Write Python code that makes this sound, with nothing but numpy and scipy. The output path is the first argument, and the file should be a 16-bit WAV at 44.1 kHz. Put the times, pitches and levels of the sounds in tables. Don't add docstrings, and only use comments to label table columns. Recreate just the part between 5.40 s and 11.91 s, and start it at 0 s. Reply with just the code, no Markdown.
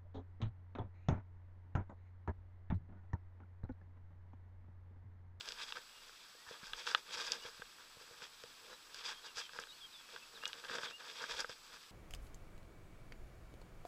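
import sys
import numpy as np
from scipy import signal
from scipy.fft import rfft, irfft, next_fast_len
from scipy.io import wavfile
from scipy.ndimage import map_coordinates

SR = 44100
rng = np.random.default_rng(int(sys.argv[2]) if len(sys.argv) > 2 else 0)


def rack_gain(trim_db):
    fader = np.asarray(trim_db, float)
    return 10 ** (fader / 20)


def pcm_store(signal):
    levels = np.round(np.clip(np.atleast_2d(signal), -1, 1) * 32767)
    wavfile.write(sys.argv[1], SR, levels.astype(np.int16).T)


N = 287091

# t/s, level/dB
WIND = [(0.0, -94), (0.09, -67), (0.4, -78), (0.63, -76), (1.18, -94), (1.32, -61), (1.56, -83.5),
        (2.25, -67.5), (2.36, -80.5), (5.44, -78), (5.86, -92), (5.93, -67.5), (6.46, -76), (6.51, -100)]
# f/Hz, density/dB
HUSH = [(26, -34), (45, -11.5), (81, -11), (367, -7), (744, -8), (1240, 0), (2020, -7.5), (2640, -3),
        (2990, -5), (4860, -2), (6680, -10.5), (7920, -8), (8730, -15), (15300, -17.5)]
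# f/Hz, level/dB
WHINE = [(7777, -83), (7837, -74.5), (7867, -84), (7897, -75.5), (7957, -85), (11090, -82.5)]
# f/Hz, density/dB
HISS = [(300, -19.5), (766, -13.5), (1100, -20), (3500, -20), (4940, -18.5), (6500, -27), (8600, -8),
        (15500, -5)]
# f/Hz, t60/s
BANK_DECAY = [(200, 0.074), (2000, 0.024), (10000, 0.15)]
# start/s, length/s, from/Hz, to/Hz, level/dB
SLIDES = [(.47, .16, 2870, 2810, -74), (2.01, 0.031, 2870, 2920, -62), (3.315, 0.044, 3960, 3900, -68.5),
          (3.834, 0.027, 4010, 3720, -64), (3.872, 0.052, 2940, 2620, -65),
          (4.01, 0.063, 3330, 3090, -58.5), (4.28, 0.027, 4020, 3680, -63), (4.303, .026, 3600, 4100, -62),
          (4.32, .02, 2900, 3000, -67), (4.49, 0.23, 2560, 2590, -76.5), (4.945, 0.048, 4180, 3080, -62.5),
          (5.455, .04, 3850, 3130, -59)]
# start/s, length/s, from/Hz, to/Hz, level/dB
HOOKS = [
    (3.74, 0.061, 3100, 3280, -64.5),
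    (4.33, 0.039, 4270, 4410, -68),
    (4.405, 0.066, 3600, 3180, -60),
    (4.525, 0.083, 4050, 3355, -59),
    (4.815, 0.032, 2710, 2620, -66.5),
    (5.015, .08, 2600, 2900, -57),
    (5.515, 0.067, 2600, 2860, -60.5),
]
# start/s, length/s, from/Hz, to/Hz, level/dB
FAR_CALLS = [
    (.94, .09, 1550, 1930, -75),
    (1.03, .095, 1990, 1700, -75),
]
# f/Hz, width/Hz, level/dB
BOOM = [(170, 150, -10.5), (473, 60.4, 7), (673, 80, -4)]
# f/Hz, width/Hz, level/dB
LOW = [(916, 133, -2), (1202, 197, -1.5), (1618, 209, 1.5)]
# f/Hz, width/Hz, level/dB
MIDDLE = [(2540, 530, 0.5), (3280, 120, 8.5), (3600, 473, 3)]
# f/Hz, width/Hz, level/dB
HIGH = [(4800, 423, 2.5), (5700, 1290, -3.5), (6770, 1210, -7.5), (8000, 670, -13.5), (9570, 1100, -23.5)]
# f/Hz, width/Hz, level/dB
STONE_LOW = [(945, 166, -5), (1250, 160, -0.5), (1588, 162, 4)]
# f/Hz, width/Hz, level/dB
STONE_MIDDLE = [(2620, 320, 0), (3370, 350, 3.5), (4050, 750, -4.5)]
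# f/Hz, width/Hz, level/dB
SPIT_RING = [(5000, 900, 1), (6700, 1900, 0), (8650, 1800, -5), (11000, 2200, -14)]
# t/s, peak/dB, pitch/Hz, boom ring/dB
JOLTS = [(0.949, -60.5, 300, 0), (1.074, -65, 80, -22), (1.11, -56, 170, 7), (1.231, -49, 190, -20),
         (1.755, -65, 70, -20), (2.051, -57.5, 120, 6), (2.195, -52, 170, -6.5), (2.385, -72, 70, -4),
         (2.569, -58.5, 130, -1), (2.71, -62, 120, 4), (2.823, -58.5, 154, -7), (3.038, -60, 120, 8.5),
         (3.965, -64, 90, -27), (4.189, -50, 202, -3), (5.308, -48.5, 203, -11), (5.437, -58, 150, -6),
         (5.843, -65, 200, -15), (5.945, -60, 60, -21), (6.094, -55.5, 123, 5), (6.329, -69, 60, -6)]
# t/s, peak/dB, brightness/dB
CLACKS = [(0.008, -30, 4), (0.077, -40, 5), (0.087, -32.5, 15), (0.12, -34, 13.5), (0.322, -29, -9.5),
          (1.333, -28, -9), (1.467, -30, -10), (1.473, -30, -16), (1.547, -15, -14.5), (1.919, -27, 22.5),
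          (1.933, -34, 9), (4.092, -45, -17.5), (4.236, -38, -10), (4.761, -41.5, -19.5), (5.054, -23, 2),
          (5.13, -30.5, -3), (5.247, -40, -13), (5.344, -40, -14)]
# t/s, peak/dB, brightness/dB
KNOCKS = [(0.056, -44, 3), (0.106, -51, -7), (0.369, -46, -11.5), (0.693, -59, -12.5), (1.268, -44.5, 0.5),
          (1.515, -42.5, -7), (2.219, -47.5, -12.5), (2.819, -46.5, -7), (3.036, -43.5, 0), (3.544, -41, 3),
          (3.97, -40, -1), (4.133, -47, -2.5), (4.187, -42.5, -12.5), (4.202, -54, 9.5), (4.27, -49.5, -2),
          (4.688, -52.5, -6.5), (5.027, -47, -6), (5.035, -43, -9.5), (5.064, -44.5, -8), (5.139, -50, 1.5),
          (5.238, -48.5, -9.5), (5.252, -45, -6.5), (5.296, -44, -10.5), (5.312, -42, -5),
          (5.383, -41.5, -8), (5.432, -40, -7.5), (5.839, -41.5, -11.5), (6.003, -39, 11),
          (6.044, -46, -16.5), (6.094, -41.5, 1.5)]
# t/s, level/dB, t60/s
SPITS = [
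    (1.268, -56, .012),
    (3.544, -48, .012),
    (4.199, -44.5, 0.011),
    (5.077, -42.5, 0.024),
    (6.004, -39.5, 0.017),
]
# start/s, hold/s, level/dB, coarseness/dB
CRUNCHES = [(0.076, 0.012, -52, 2.5), (0.197, 0.027, -49.5, -1), (0.285, 0.024, -57, -2.5),
            (0.36, 0.027, -56, 2.5), (1.335, 0.032, -56.5, 2), (1.392, 0.021, -48.5, 1),
            (1.469, 0.056, -47.5, 0), (1.535, 0.044, -54.5, 2.5), (1.741, 0.0083, -46.5, -2),
            (1.784, .09, -45.5, 0), (1.913, 0.037, -50.5, 3), (2.055, 0.027, -52.5, 3.5),
            (2.826, 0.023, -56, 2), (3.559, 0.058, -54, -1), (3.651, 0.073, -50.5, 0),
            (3.852, 0.021, -56, 1.5), (3.983, 0.02, -45.5, -2), (4.179, 0.031, -54, 3.5),
            (5.036, 0.049, -58, 2.5), (5.239, .025, -57, 3), (5.308, 0.041, -47.5, 3.5),
            (5.353, 0.042, -54.5, 5.5), (5.423, 0.04, -49.5, 2.5), (5.659, .05, -54.5, 1),
            (5.73, 0.072, -55, 1.5), (5.811, 0.052, -50.5, 3.5), (5.91, 0.1, -47, 1.5),
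            (6.1, 0.019, -54.5, 1),
            (0.0, 0.011, -54.5, 1.5), (0.124, 0.026, -56.5, 0.5), (0.614, 0.07, -69, 2),
          (0.77, 0.041, -74, -19), (1.093, 0.071, -59.5, 3), (1.216, 0.084, -59.5, 0),
          (1.687, 0.034, -62, 5), (2.0, 0.019, -58.5, -1.5), (2.134, 0.089, -65.5, -2),
          (2.387, 0.03, -63, 2), (2.452, 0.027, -64, 3), (2.61, 0.014, -60, 4), (2.712, 0.018, -72, 7),
          (2.776, 0.045, -62, 0.5), (3.047, 0.033, -60.5, 2.5), (3.243, 0.09, -62.5, 6),
          (3.478, 0.028, -70, 6), (4.116, 0.016, -63, -1.5), (4.69, 0.021, -69, 4),
          (4.746, 0.017, -66.5, 6.5), (4.927, 0.066, -69, 7), (5.15, 0.048, -61.5, 3.5),
          (5.483, 0.025, -59, 5), (5.607, 0.033, -60, 4.5), (6.302, 0.057, -60.5, 3.5)]
# offset from row level/dB, slope per dB of coarseness/dB, restless gravel between steps/dB
STONE_SIZES = [
    (-13.5, 2.02, -88),
    (-2.5, 0.75, -71.5),
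    (-0.06, -0.37, -67.5),
    (-2.5, -0.38, -70.5),
]


def unit(x):
    return x / np.sqrt(np.mean(x ** 2) + 1e-20)


def along(points, hz):
    f, v = np.transpose(points)
    return np.interp(np.log(hz + 1), np.log(f + 1), v)


def wobble(rate):
    knots = rng.standard_normal(int(N * 400 / SR) + 4)
    return map_coordinates(knots, [np.arange(N) * min(rate, 400) / SR])


def filtered(x, response):
    m = next_fast_len(N + SR // 2)
    return irfft(rfft(x, m) * response(np.fft.rfftfreq(m, 1 / SR)), m)[..., :N]


def rung(x, modes):
    top_hz, foot_hz = 1.63 * modes[-1][0], 0.33 * modes[0][0]

    def response(f):
        lower_edge = (1j * f / (foot_hz + 1j * f)) ** 2
        upper_edge = 1 - (f / top_hz) ** 2 + 1.4j * f / top_hz
        ring = 0
        for k, (center, width, db) in enumerate(modes):
            ring = ring + (-1) ** k * rack_gain(db) * 1j * f * width / (center ** 2 - f ** 2 + 1j * f * width)
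        return lower_edge / upper_edge * ring

    return filtered(x, response)


def background():
    hush = unit(filtered(rng.standard_normal(N), lambda hz: rack_gain(along(HUSH, hz))))
    rumble = [(8, -30), (20, 12.5), (45, -10.5), (90, -15.0), (250, -21), (900, -70)]  # f/Hz, density/dB
    buffet = filtered(rng.standard_normal(N), lambda hz: rack_gain(along(rumble, hz)))
    wind_s, wind_db = np.transpose(WIND)
    gusts = rack_gain(np.interp(np.arange(N) / SR, wind_s, wind_db))
    return rack_gain(-61.5 + 0.52 * wobble(3.77)) * hush + gusts * unit(rack_gain(1.3 * wobble(23)) * buffet)


def bank(x):
    hz, t, z = signal.stft(rng.standard_normal(SR // 4), SR, nperseg=256)
    decay = rack_gain(-60 * t / along(BANK_DECAY, hz)[:, None])
    tail = signal.istft(z * decay, SR, nperseg=256)[1]
    delayed = np.pad(x, (120, 0))
    return signal.fftconvolve(delayed, tail / np.linalg.norm(tail))[:N]


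def whistles(notes, slows, swell, waver_hz):
    out, waver = np.zeros(N), waver_hz * wobble(120)
    for s, length, from_hz, to_hz, db in notes:
        u, at = np.linspace(0, 1, round(length * SR)), round(s * SR)
        glide = np.expm1(-slows * u) / np.expm1(-slows)
        hz = from_hz + (to_hz - from_hz) * glide + waver[at:at + len(u)]
        envelope = np.abs(np.sin(np.pi * u)) ** swell
        out[at:at + len(u)] += rack_gain(db + 6.0) * envelope * np.sin(2 * np.pi * np.cumsum(hz) / SR)
    return out


def bird():
    hooks = whistles(HOOKS, slows=3.72, swell=0.29, waver_hz=14)
    slides = whistles(SLIDES, slows=0.11, swell=0.36, waver_hz=12)
    far = whistles(FAR_CALLS, slows=1.1, swell=0.4, waver_hz=45) * rack_gain(5 * wobble(60))
    return (hooks + slides + far) * rack_gain(2.6 * wobble(60))


def jolts():
    push, knock, t = np.zeros(N + SR), np.zeros(N), np.arange(SR // 10) / SR
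    for s, db, hz, boom_db in JOLTS:
        envelope = np.exp(-1.6 * hz * t) * (1 - np.exp(-t / 0.0014))
        push[round(s * SR):][:len(t)] += rack_gain(db + 5.5) * np.sin(2 * np.pi * hz * t) * envelope
        knock[round(s * SR)] = rack_gain(db + boom_db + 40.5)
    return push[:N] + rung(knock, BOOM[1:])


def spits():
    t = np.arange(N) / SR
    bursts = sum((t > s) * rack_gain(db - 60 * np.abs(t - s) / t60) for s, db, t60 in SPITS)
    return rung(rack_gain(10.5) * bursts * rng.standard_normal(N), SPIT_RING)


def snaps():
    s, db, bright_db = np.transpose(CLACKS + KNOCKS)
    counts = [len(CLACKS), len(KNOCKS)]
    outer_db = db - np.repeat([13, -1.5], counts)
    body_db = db - bright_db - np.repeat([28, 0.1], counts)
    layers = [(STONE_LOW, outer_db - bright_db, 27), (STONE_MIDDLE, db, 23),
              (HIGH[:3], outer_db + bright_db, 23), (BOOM, body_db, 19)]
    out = np.zeros(N)
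    for modes, ring_db, drive_db in layers:
        late_s = rng.random((len(s), 3)) * [0.0003, 0.0015, 0.002] + [0.0007, 0.0019, 0.0037]
        blows = rack_gain(ring_db + drive_db)[:, None] * [1, 0.4, 0.15]
        where = np.round((s[:, None] + late_s) * SR).astype(int)
        out += rung(np.bincount(where.ravel(), blows.ravel(), N)[:N], modes)
    return out


def pressure(size):
    over_db, per_coarse, rest_db = size
    t = np.arange(0, N + 32, 32) / SR
    s, hold, db, coarse = np.transpose(CRUNCHES)[:, :, None]
    rise_db, fall_db = 436 * (t - s), 397 * (s + hold - t)
    shape_db = np.minimum(0, np.minimum(rise_db, fall_db))
    presses = rack_gain(db + over_db + per_coarse * coarse + shape_db)
    level = np.sqrt(np.sum(presses ** 2, axis=0) + rack_gain(rest_db) ** 2)
    return np.interp(np.arange(N) / SR, t, level)


def grinding(modes, slips, per_s, scatter_db, clump_db, smooth):
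    chance, size, sign = rng.random(N), rng.exponential(size=N), np.sign(rng.standard_normal(N))
    contacts = (chance < per_s / SR) * sign * rack_gain(scatter_db * np.minimum(size, 3.5))
    clumps = rack_gain(clump_db * wobble(45) + slips)
    scrape = smooth * rng.standard_normal(N)
    return unit(rung(clumps * (unit(contacts) + scrape), modes))


def gravel():
    thud, large, medium, grit = map(pressure, STONE_SIZES)
    slips = 1.08 * wobble(150) + 1.93 * wobble(35)
    return (thud * grinding(BOOM, slips, per_s=250, scatter_db=2.5, clump_db=1.0, smooth=0.7)
            + large * grinding(LOW, slips, per_s=500, scatter_db=4.0, clump_db=2.0, smooth=0.8)
            + medium * grinding(MIDDLE, slips, per_s=1000, scatter_db=4.0, clump_db=1.5, smooth=0.9)
            + grit * grinding(HIGH, slips, per_s=1500, scatter_db=4.0, clump_db=2.0, smooth=1.0))


def scene():
    stones, song = snaps(), bird()
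    scatter = rack_gain(-13.5) * bank(stones) + rack_gain(-11) * bank(song)
    steps = gravel() + stones + jolts() + spits()
    return np.tile(background() + song + scatter + steps, (2, 1))


def top_cut(x):
    return signal.sosfilt(signal.butter(12, 15620, fs=SR, output="sos"), x)


def record(dry):
    t = np.arange(N) / SR
    whine = sum(rack_gain(db - 0.5 + 1.0 * wobble(3.8)) * np.sin(2 * np.pi * hz * t) for hz, db in WHINE)
    hiss = rack_gain(-78.5) * unit(filtered(rng.standard_normal(N), lambda hz: rack_gain(along(HISS, hz))))
    mix = filtered(dry + whine + hiss * [[1], [-1]], lambda hz: hz < 15320)
    return top_cut(mix)


dry = scene()
out = record(dry)
pcm_store(out)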